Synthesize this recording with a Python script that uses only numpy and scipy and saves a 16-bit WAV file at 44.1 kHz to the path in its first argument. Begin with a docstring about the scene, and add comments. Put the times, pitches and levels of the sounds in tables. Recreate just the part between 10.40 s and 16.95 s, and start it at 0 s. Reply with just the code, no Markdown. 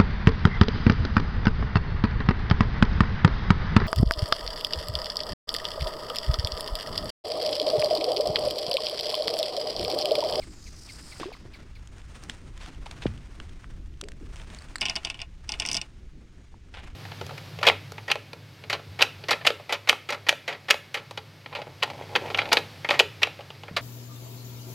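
"""An angler casts from a concrete canal bank: line whirrs off the reel until the bait plops into the
water in a burst of ringing bubbles. Rod and reel tick, sleeves rustle, one step thuds. Then line is
pulled by hand over the concrete, and thin plastic buckles and crackles in two bouts. We hear it close
and dry from a camera on the chest, over light wind, a small bird and a faint insect."""
import sys
import numpy as np
from scipy.fft import rfft, irfft, next_fast_len
from scipy.io import wavfile
from scipy.ndimage import map_coordinates

SR = 44100
rng = np.random.default_rng(int(sys.argv[2]) if len(sys.argv) > 2 else 0)


def store_pcm(level_fs):
    """Save levels as 16-bit WAV."""
    pcm = np.round(np.clip(level_fs, -1, 1) * 32767).astype(np.int16)
    wavfile.write(sys.argv[1], SR, np.atleast_2d(pcm).T)


N = 288855

# Line leaving the reel, its whirr and its airier swish: (frequency [Hz], level [dB])
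WHIRR_EQ = [(3000, -18), (4400, -1), (5050, 4), (5600, -4), (7000, -11), (9000, -24), (11000, -17.5),
            (14000, -18), (15800, -30)]
SWISH_EQ = [(3000, -38.5), (6000, -12), (7200, -3), (8300, -0.5), (9400, -4), (10500, -15), (15500, -24)]
# Wind on the microphone: (time [s], level [dB])
WIND_LEVELS = [(0, -45.5), (1, -45.5), (2, -44), (2.5, -41.5), (3.3, -41.5), (4.3, -43), (5.1, -44.5),
               (6.2, -47.5), (6.5, -42.5)]
# Wind rumble, swaying clothes and the open-air bed: (frequency [Hz], level [dB])
RUMBLE_EQ = [(10, -3.5), (25, 0.5), (45, -1), (75, -3.5), (110, -12), (200, -23), (500, -65.5)]
SWAY_EQ = [(60, -16.5), (120, 2), (240, -1), (350, -4), (500, -13.5), (900, -27), (2000, -74)]
AIR_EQ = [(180, -29), (300, 2), (685, -41), (892, -18), (1420, -11.5), (2210, -9.5), (4210, -15),
          (6680, -17.5), (8420, -27.5), (15500, -51)]
# Arm movements: (centre time [s], length [s], rustle level [dB], fizz level [dB])
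ARM_STROKES = [(0.052, 0.19, -58.5, -61), (0.705, 0.9, -55, -70), (1.2, 0.11, -53.5, -78),
               (1.483, 0.49, -61, -73.5), (1.869, 0.42, -53, -62), (2.245, .16, -51, -68),
               (2.59, 0.38, -51, -65.5), (3.006, 0.66, -57, -68.5), (4.09, 0.45, -51, -61.5),
               (4.61, 0.38, -52.5, -72), (5.257, 0.34, -51.5, -63), (6.435, 0.16, -53.5, -72)]
# The body of the rustle and the fizz on top: (frequency [Hz], level [dB])
CLOTH_EQ = [(250, -33), (450, 0.5), (1300, 2.5), (2500, -1.5), (3200, -4.5), (6500, -12.5), (9300, -21.5),
            (10800, -23), (15500, -33)]
FIZZ_EQ = [(3000, -26), (5200, 0), (7500, -1.5), (8500, 0), (9250, 1.5), (9900, -17), (10900, -29.5),
           (15500, -20)]
# A small bird's chips: (time [s], level [dB])
BIRD_CHIPS = [(0.017, -45.5), (0.262, -50), (0.487, -43.5), (0.715, -44.5), (0.925, -45.5), (1.135, -47.5),
              (1.352, -52)]
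# The rasp in each chip: (frequency [Hz], level [dB])
RASP_EQ = [(1500, -28), (2400, 4), (3300, 6), (4900, 6), (5800, -12.5)]
# Dull bumps of feet and arms:
# (time [s], relative level [dB], start pitch [Hz], settled pitch [Hz], t60 [s], roughness [0-1])
BODY_BUMPS = [(.07, -45, 310, 289.6, 0.31, 0.16), (2.463, -26.5, 870, 790, 0.018, 0.06),
              (2.6559, -8.5, 756, 85, 0.033, 0.04), (2.674, -31.5, 101, 87, 0.487, 0.31),
              (2.672, -38, 262, 198, 0.31, 0.3), (3.625, -39, 414, 393, 0.25, 0.4),
              (3.809, -42.5, 350, 325, 0.3, 0.23), (6.338, -52, 960, 844, 0.27, 0.03)]
# Larger air pockets ringing in the water: (time [s], relative level [dB], start pitch [Hz], t60 [s])
BIG_BUBBLES = [(.799, -23, 527, 0.027), (.812, -23, 316, 0.044), (.832, -17.5, 1071, 0.018),
               (0.8406, -25.5, 715, 0.013), (.857, -25, 344, 0.16), (.891, -30.5, 486, 0.03),
               (.919, -24.5, 735, 0.011), (.951, -33, 1120, .0146), (1.053, -33, 390, 0.02),
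               (6.142, -34.5, 900, .0129)]
# The grainy tone of spray and scuffs: (frequency [Hz], level [dB])
GRIT_EQ = [(290, -17), (500, -13.5), (792, -9.5), (1330, -11), (1670, -7.5), (3580, -8), (4310, -13),
           (9790, -30.5), (10800, -47), (15500, -46)]
# An insect in the bushes: (start [s], end [s], pitch [Hz], level [dB])
INSECT_BUZZES = [(1.3, 1.7, 6790, -76), (5.749, 6.317, 6730, -81.5)]
# Clear ticks of line, bail and rod: (time [s], level [dB], brightness [dB/octave])
TACKLE_TICKS = [(1.4742, -49.5, 9), (1.5826, -50.5, 2), (1.837, -44.5, 20), (1.8974, -29.5, 3),
                (2.177, -47, 3.5), (2.2616, -43, 6), (2.5129, -47.5, -10), (3.001, -37.5, -6),
                (3.2429, -43.5, -29), (3.613, -33, 9), (3.686, -42.5, 8.5), (3.7189, -46, 4),
                (3.959, -45.5, 4), (4.0, -47, -24), (4.1477, -43.5, 5)]
# The tone of a tick: (frequency [Hz], level [dB])
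TICK_EQ = [(200, -12), (800, 0.5), (1800, 4), (3200, 7.5), (4200, -4.5), (5500, -4), (9000, -12),
           (11000, -26.5), (15500, -33)]
# Scuffs on concrete and cloth: (time [s], level [dB], attack [s], t60 [s], brightness [dB/octave])
SHORT_SCUFFS = [(1.898, -44, .002, 0.14, 5), (2.198, -47, 0.014, 0.37, 4),
                (2.458, -36.5, 0.0035, 0.035, .5), (2.511, -30.5, 0.0011, 0.012, 5),
                (2.62, -37, 0.0017, 0.11, -0.5), (2.663, -34.5, 0.0047, 0.027, -4.5),
                (6.3388, -40.5, 0.00087, 0.13, -3.5), (6.352, -48, 0.022, 0.54, -13)]
# Touches on the rod's metal guides: (time [s], relative level [dB])
GUIDE_TINKS = [(3.6387, -38.5), (3.6866, -41.5), (4.15, -59), (4.187, -38), (4.221, -43), (4.3571, -23),
               (4.3608, -30), (4.383, -36.5)]
# A guide's ringing modes: (frequency [Hz], relative level [dB], t60 [s])
GUIDE_MODES = [(1740, 7, 0.0061), (2840, -10, 0.014), (4600, 3.5, 0.018), (4760, -8, 0.013),
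               (6350, -21, 0.023), (7770, -3.5, 0.021), (9180, -8, 0.0108), (13800, -17, 0.0103)]
# Thin plastic buckling under the hand: (time [s], level [dB], brightness [dB/octave])
PLASTIC_SNAPS = [(4.411, -25.5, 13), (4.416, -22.5, -3), (4.4267, -26, -10), (4.455, -23.5, 0.5),
                 (4.4622, -27.5, -1), (4.4845, -28, -4), (4.4973, -21.5, 2), (4.5559, -28, 2.5),
                 (4.562, -23, 1), (4.649, -24, 3), (4.6708, -34, -10), (4.7003, -27, 1.5),
                 (4.7441, -38, -2.5), (4.792, -39.5, -5), (4.802, -37.5, -11), (4.8169, -31, -2),
                 (5.092, -26, 4), (5.1201, -26.5, 5.5), (5.1392, -32, -7), (5.1993, -21.5, 8.5),
                 (5.221, -28.5, -4), (5.252, -27.5, -6), (5.2621, -27.5, 20), (5.2741, -34, 8),
                 (5.2881, -25, 5), (5.2999, -34, 2), (5.315, -24.5, 11), (5.3308, -26, 29),
                 (5.3448, -23.5, 7), (5.351, -27, 15), (5.3678, -22.5, 9), (5.372, -27, 9.5),
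                 (5.4149, -27.5, 5.5)]
# The tone of a snap: (frequency [Hz], level [dB])
SNAP_EQ = [(300,-21.5), (900,-11), (1250,-24.5), (1700,-14.5), (2300,-1), (2900,4.5), (3550,-2),
           (3950,-18.5), (4750,1.5), (5550,-0.5), (6900,-19), (8200,-13), (10000,-24.5), (10800,-34.5),
           (15500,-40.5)]
# The plastic shell's resonances: (frequency [Hz], width [Hz], relative level [dB])
SHELL_MODES = [(212, 110, -10), (401, 43, -9.5), (670, 56, -3), (857, 40, -1), (1049, 38, -2.5),
               (1443, 59, -8), (1835, 40, -6), (2160, 83, -6.5), (2314, 52, 0), (2585, 170, -1),
               (2895, 93, 3.5), (3380, 80, -14.5), (3478, 160, -4.5), (4270, 80, -12.5), (4830, 154, -12),
               (5400, 170, -20), (5620, 120, -20), (8550, 2200, -29)]

LAND_S = 0.798  # the bait meets the water


def amp(db):
    """Decibels to gain."""
    return 10 ** (np.asarray(db) / 20)


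def unit(x):
    """Scale to rms 1."""
    return x / np.sqrt(np.mean(x ** 2) + 1e-20)


def eq_gain(eq, hz):
    """Gain of an EQ curve, its points joined on a log frequency axis."""
    points_hz, db = np.transpose(eq)
    return amp(np.interp(np.log(hz + 1), np.log(points_hz + 1), db))


def wobble(rate, size=N):
    """Smooth random modulation with `rate` knots a second."""
    knots = rng.standard_normal(int(size * rate / SR) + 4)
    return map_coordinates(knots, [np.arange(size) * rate / SR])


def filtered(x, response):
    """Pass x through a complex frequency response."""
    n = x.shape[-1]
    padded = 2 * next_fast_len(n // 2 + 2048)
    return irfft(rfft(x, padded) * response(np.fft.rfftfreq(padded, 1 / SR)), padded)[..., :n]


def coloured(x, eq):
    """Shape x with an EQ curve, at rms 1."""
    return unit(filtered(x, lambda hz: eq_gain(eq, hz)))


def noise(eq, size=N):
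    """Noise shaped by an EQ curve, at rms 1."""
    return coloured(rng.standard_normal(size), eq)


def minimum_phase(gain):
    """A response with these gains and no pre-ring."""
    cepstrum = irfft(np.log(np.maximum(gain, 1e-6)))
    half = len(cepstrum) // 2
    return np.exp(rfft(np.r_[cepstrum[0], 2 * cepstrum[1:half], np.zeros(half)]))


def add(track, s, sound):
    """Mix a sound in at s seconds."""
    part = track[max(round(s * SR), 0):][:len(sound)]
    part += sound[:len(part)]


def tilt(hz, bright):
    """A slope of `bright` dB per octave across the lower treble."""
    return amp(bright * np.log2(np.clip(hz, 2600, 6200) / 4000))


def click(eq, bright, t60):
    """A sudden slip with a trail of tiny ones, carrying the energy of 4 ms at rms 1."""
    t = np.arange(SR // 20) / SR
    slips = 0.39 * rng.standard_normal(len(t)) * amp(-60 * t / t60)
    slips[0] = 1.35
    sound = filtered(slips, lambda hz: minimum_phase(eq_gain(eq, hz) * tilt(hz, bright)))
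    return sound / np.sqrt(np.sum(sound ** 2) / (0.004 * SR))


def cast(full_s=0.54, swell_db_per_s=13.5, stop_db_per_s=73, start_hz=8360, end_hz=5040, sink_s=0.62):
    """Coils flick over the spool's lip; the line's whistle in the guides sinks as it slows."""
    t = np.arange(N) / SR
    run_db = -swell_db_per_s * np.maximum(full_s - t, 0) - stop_db_per_s * np.maximum(t - LAND_S, 0)
    flutter = unit(amp(2.5 * wobble(170) + 0.84 * wobble(27.3)))
    whirr = amp(-54.5 + run_db) * noise(WHIRR_EQ)
    swish = amp(-56 + 2.7 * run_db) * noise(SWISH_EQ)
    pitch = end_hz + (start_hz - end_hz) * np.maximum(1 - t / sink_s, 0) ** 1.6
    blur = filtered(rng.standard_normal(N), lambda hz: 1 / (1 + (hz / 560) ** 2))  # makes it breathy
    whistle = amp(-55.5 + 0.99 * run_db) * unit(blur * np.sin(2 * np.pi * np.cumsum(pitch) / SR))
    return flutter * (whirr + swish + whistle)


def wind_and_sway(rub, gust_db=1.5, sway_db=-55):
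    """Light air buffets the microphone while clothes sway against the camera as the arms move."""
    wind_db = np.interp(np.arange(N) / SR, *np.transpose(WIND_LEVELS))
    buffet = amp(wind_db + gust_db * wobble(6)) * noise(RUMBLE_EQ)
    sway_gain = amp(sway_db + 3.03 * wobble(20)) * (rub / rub.mean()) ** 0.4
    return buffet + sway_gain * noise(SWAY_EQ)


def open_air(level_db=-67):
    """A faint, steady bed of outdoor air."""
    return amp(level_db) * noise(AIR_EQ)


def arm_envelopes(edge_db=6, idle_rub_db=-68, idle_fizz_db=-79):
    """Each arm movement swells and fades; returns the envelopes for rustle and fizz."""
    t = np.arange(N) / SR
    power = amp([[idle_rub_db], [idle_fizz_db]]) ** 2 * np.ones(N)
    for s, length, rub_db, fizz_db in ARM_STROKES:
        fall_db = edge_db * np.minimum(np.abs(2 * (t - s) / length), 10) ** 2
        power += (amp([[rub_db], [fizz_db]]) * amp(-fall_db)) ** 2
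    return np.sqrt(power)


def rustle(rub, fizz_gain, catches_per_s=110):
    """Sleeves and sliding line: fibres rub in clumps and sometimes catch, with a fine fizz on top."""
    clumps = unit(amp(3.2 * wobble(65)))
    catches = 12 * (rng.random(N) < catches_per_s / SR) * rng.uniform(-1, 1, N)
    body = coloured(rng.standard_normal(N) * clumps + catches, CLOTH_EQ)
    fizz = coloured(rng.standard_normal(N) * clumps + 0.5 * catches, FIZZ_EQ)
    return amp(-1) * rub * body + amp(-2) * fizz_gain * fizz


def bird(start_hz=2600, end_hz=2000, slide_s=0.025, octave_db=-6, rasp_db=-5, quaver=0.051):
    """Each chip opens with a rasp and slides down unsteadily, doubled an octave up."""
    out, t = np.zeros(N), np.arange(SR // 20) / SR
    progress = np.minimum(t / slide_s, 1)
    slide_hz = end_hz + (start_hz - end_hz) * (1 - progress) ** 1.53
    swell = np.abs(np.sin(np.pi * progress)) ** 0.66
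    rasp_gain = amp(rasp_db - 60 * t / 0.16) * np.minimum(t / 0.00094, 1)
    for s, db in BIRD_CHIPS:
        pitch = slide_hz * (1 + quaver * wobble(926, len(t)))
        phase = 2 * np.pi * np.cumsum(pitch) / SR
        voice = np.sin(phase) + amp(octave_db) * np.sin(2 * phase)
        add(out, s, amp(db) * (swell * voice + rasp_gain * noise(RASP_EQ, len(t))))
    return out


def bumps(attack_s=0.0024, settle_s=0.00282, trim_db=2.5):
    """Soft blows of feet and arms: uneven cycles whose pitch drops as the contact spreads."""
    out, t = np.zeros(N), np.arange(SR // 2) / SR
    for s, db, start_hz, end_hz, t60, roughness in BODY_BUMPS:
        drop_hz = end_hz + (start_hz - end_hz) * np.exp(-t / settle_s)
        pitch = drop_hz * (1 + roughness * wobble(end_hz, len(t)))
        envelope = amp(db + trim_db - 60 * t / t60) * (1 - np.exp(-t / attack_s))
        add(out, s, envelope * np.sin(2 * np.pi * np.cumsum(pitch) / SR))
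    return out


def bait_plop(spray_t60=0.39, churn_s=0.13, small_count=14, ring_cycles=11, octaves_per_s=8.77):
    """The bait throws spray and churns up bubbles, which ring and bend upward as they near the surface."""
    out, t = np.zeros(N), np.arange(SR // 3) / SR
    spray = coloured(rng.standard_normal(len(t)) * amp(4 * wobble(592, len(t))), GRIT_EQ)
    add(out, LAND_S, amp(-40 - 60 * t / spray_t60) * np.minimum(t / 0.00069, 1) * spray)
    bubbles = list(BIG_BUBBLES)
    for lateness, octaves in rng.uniform([0, -1], [1, 1], (small_count, 2)):
        hz = 800 * 2 ** octaves
        bubbles.append((LAND_S + churn_s * lateness, -33 - 6 * lateness, hz, ring_cycles / hz))
    for s, db, hz, t60 in bubbles:
        pitch = hz * 2 ** (octaves_per_s * np.minimum(t, 0.05))
        envelope = amp(db - 4 - 60 * t / t60) * (1 - np.exp(-t / 0.0002))
        add(out, s, envelope * np.sin(2 * np.pi * np.cumsum(pitch) / SR))
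    return out


def insect(width_hz=130):
    """A thin, high buzz swells and fades."""
    out = np.zeros(N)
    for start, end, hz, db in INSECT_BUZZES:
        t = np.arange(round((end - start) * SR)) / SR
        buzz = unit(wobble(2 * width_hz, len(t)) * np.sin(2 * np.pi * hz * t))
        add(out, start, amp(db) * buzz * np.sin(np.pi * t / (end - start)))
    return out


def tackle(rub, stray_span_s=(1.4, 5.0), stray_count=20):
    """Line, bail and rod tick drily; faint stray ticks fall at random, as strong as the arms move."""
    out = np.zeros(N)
    for s, db, bright in TACKLE_TICKS:
        add(out, s, amp(db) * click(TICK_EQ, bright, t60=0.0095))
    for s in rng.uniform(*stray_span_s, stray_count):
        add(out, s, amp(5) * rub[round(s * SR)] * click(TICK_EQ, bright=2, t60=0.015))
    return out


def scuffs(grain_db=4):
    """Grit catches in grains under each short stroke."""
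    out, t = np.zeros(N), np.arange(SR // 2) / SR
    grains = rng.standard_normal(N + SR) * amp(grain_db * wobble(900, N + SR))
    for s, db, attack_s, t60, bright in SHORT_SCUFFS:
        stroke = grains[round(s * SR):][:len(t)]
        grit = coloured(filtered(stroke, lambda hz: tilt(hz, bright)), GRIT_EQ)
        envelope = amp(db - 60 * np.maximum(t - attack_s, 0) / t60) * np.minimum(t / attack_s, 1)
        add(out, s, envelope * grit)
    return out


def rod_guides(trim_db=-6, attack_s=0.00019):
    """A touched metal guide rings briefly while the line chatters against it."""
    out, t = np.zeros(N), np.arange(SR // 10) / SR
    attack = 1 - np.exp(-t / attack_s)
    for s, db in GUIDE_TINKS:
        for hz, mode_db, t60 in GUIDE_MODES:
            chatter_db = 4 * wobble(1100, len(t))
            phase = 2 * np.pi * (hz * t + rng.random()) + 1.05 * wobble(1200, len(t))
            envelope = attack * amp(db + trim_db + mode_db + chatter_db - 60 * t / t60)
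            add(out, s, envelope * np.sin(phase))
    return out


def shell_ring(bright, t60=0.086):
    """A dying rattle rings the plastic shell's resonances; rms 1 over the first 10 ms."""
    def resonances(hz):
        return sum((-1) ** k * amp(db) * 1j * hz * width / (centre ** 2 - hz ** 2 + 1j * hz * width)
                   for k, (centre, width, db) in enumerate(SHELL_MODES))

    t = np.arange(SR // 6) / SR
    rattle = rng.standard_normal(len(t)) * amp(-60 * t / t60)
    ring = filtered(rattle, lambda hz: resonances(hz) * tilt(hz, bright))
    return ring / np.std(ring[:SR // 100])


def plastic_crackle(lead_s=0.00135, max_gap_s=0.009, slip_loss_db=12.5, dulling=2.5):
    """Thin plastic gives a little, cracks sharply, then rings while weaker creases slip."""
    out = np.zeros(N)
    for s, db, bright in PLASTIC_SNAPS:
        ring = shell_ring(0.34 * bright)
        crease_s = s - 0.009 * rng.uniform(0.44, 1.5)  # a faint crease goes first
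        add(out, crease_s, amp(db - 26) * click(SNAP_EQ, bright - dulling, t60=0.052))
        add(out, s - lead_s, amp(db - 15) * click(SNAP_EQ, bright, t60=0.033))  # the give
        add(out, s, amp(db) * click(SNAP_EQ, bright, t60=0.0127))  # the crack
        add(out, s, amp(db - 10 - 0.339 * bright) * ring)  # dull snaps shake the shell more
        for k, delay in enumerate(np.cumsum(max_gap_s * rng.uniform(0.25, 1, 2)), 1):
            slip = click(SNAP_EQ, bright - k * dulling, t60=0.0075)
            add(out, s + delay, amp(db - k * slip_loss_db) * slip)
    return out


def scene():
    """Open air gives no echo; the same dry mix reaches both microphone ports."""
    rub, fizz_gain = arm_envelopes()
    gear = cast() + plastic_crackle() + tackle(rub) + rod_guides()
    movement = scuffs() + bumps() + rustle(rub, fizz_gain)
    ambience = bird() + insect() + wind_and_sway(rub) + open_air()
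    mono = gear + movement + bait_plop() + ambience
    return np.array([mono, mono])


def record(dry, split_hz=10500, right_db=-4, hiss_db=-92, cutoff_hz=16000):
    """Two microphone ports, mono except in the top treble, each with a faint hiss under a high cut."""
    def far_port(hz):
        phase_bend = np.exp(1j * np.sin(2 * np.pi * hz / 700))  # caused by the camera body
        return np.where(hz > split_hz, amp(right_db) * phase_bend, 1)

    ports = np.array([dry[0], filtered(dry[1], far_port)])
    hiss = amp(hiss_db) * rng.standard_normal((2, N))
    return filtered(ports + hiss, lambda hz: hz < cutoff_hz)


dry = scene()
out = record(dry)
store_pcm(out)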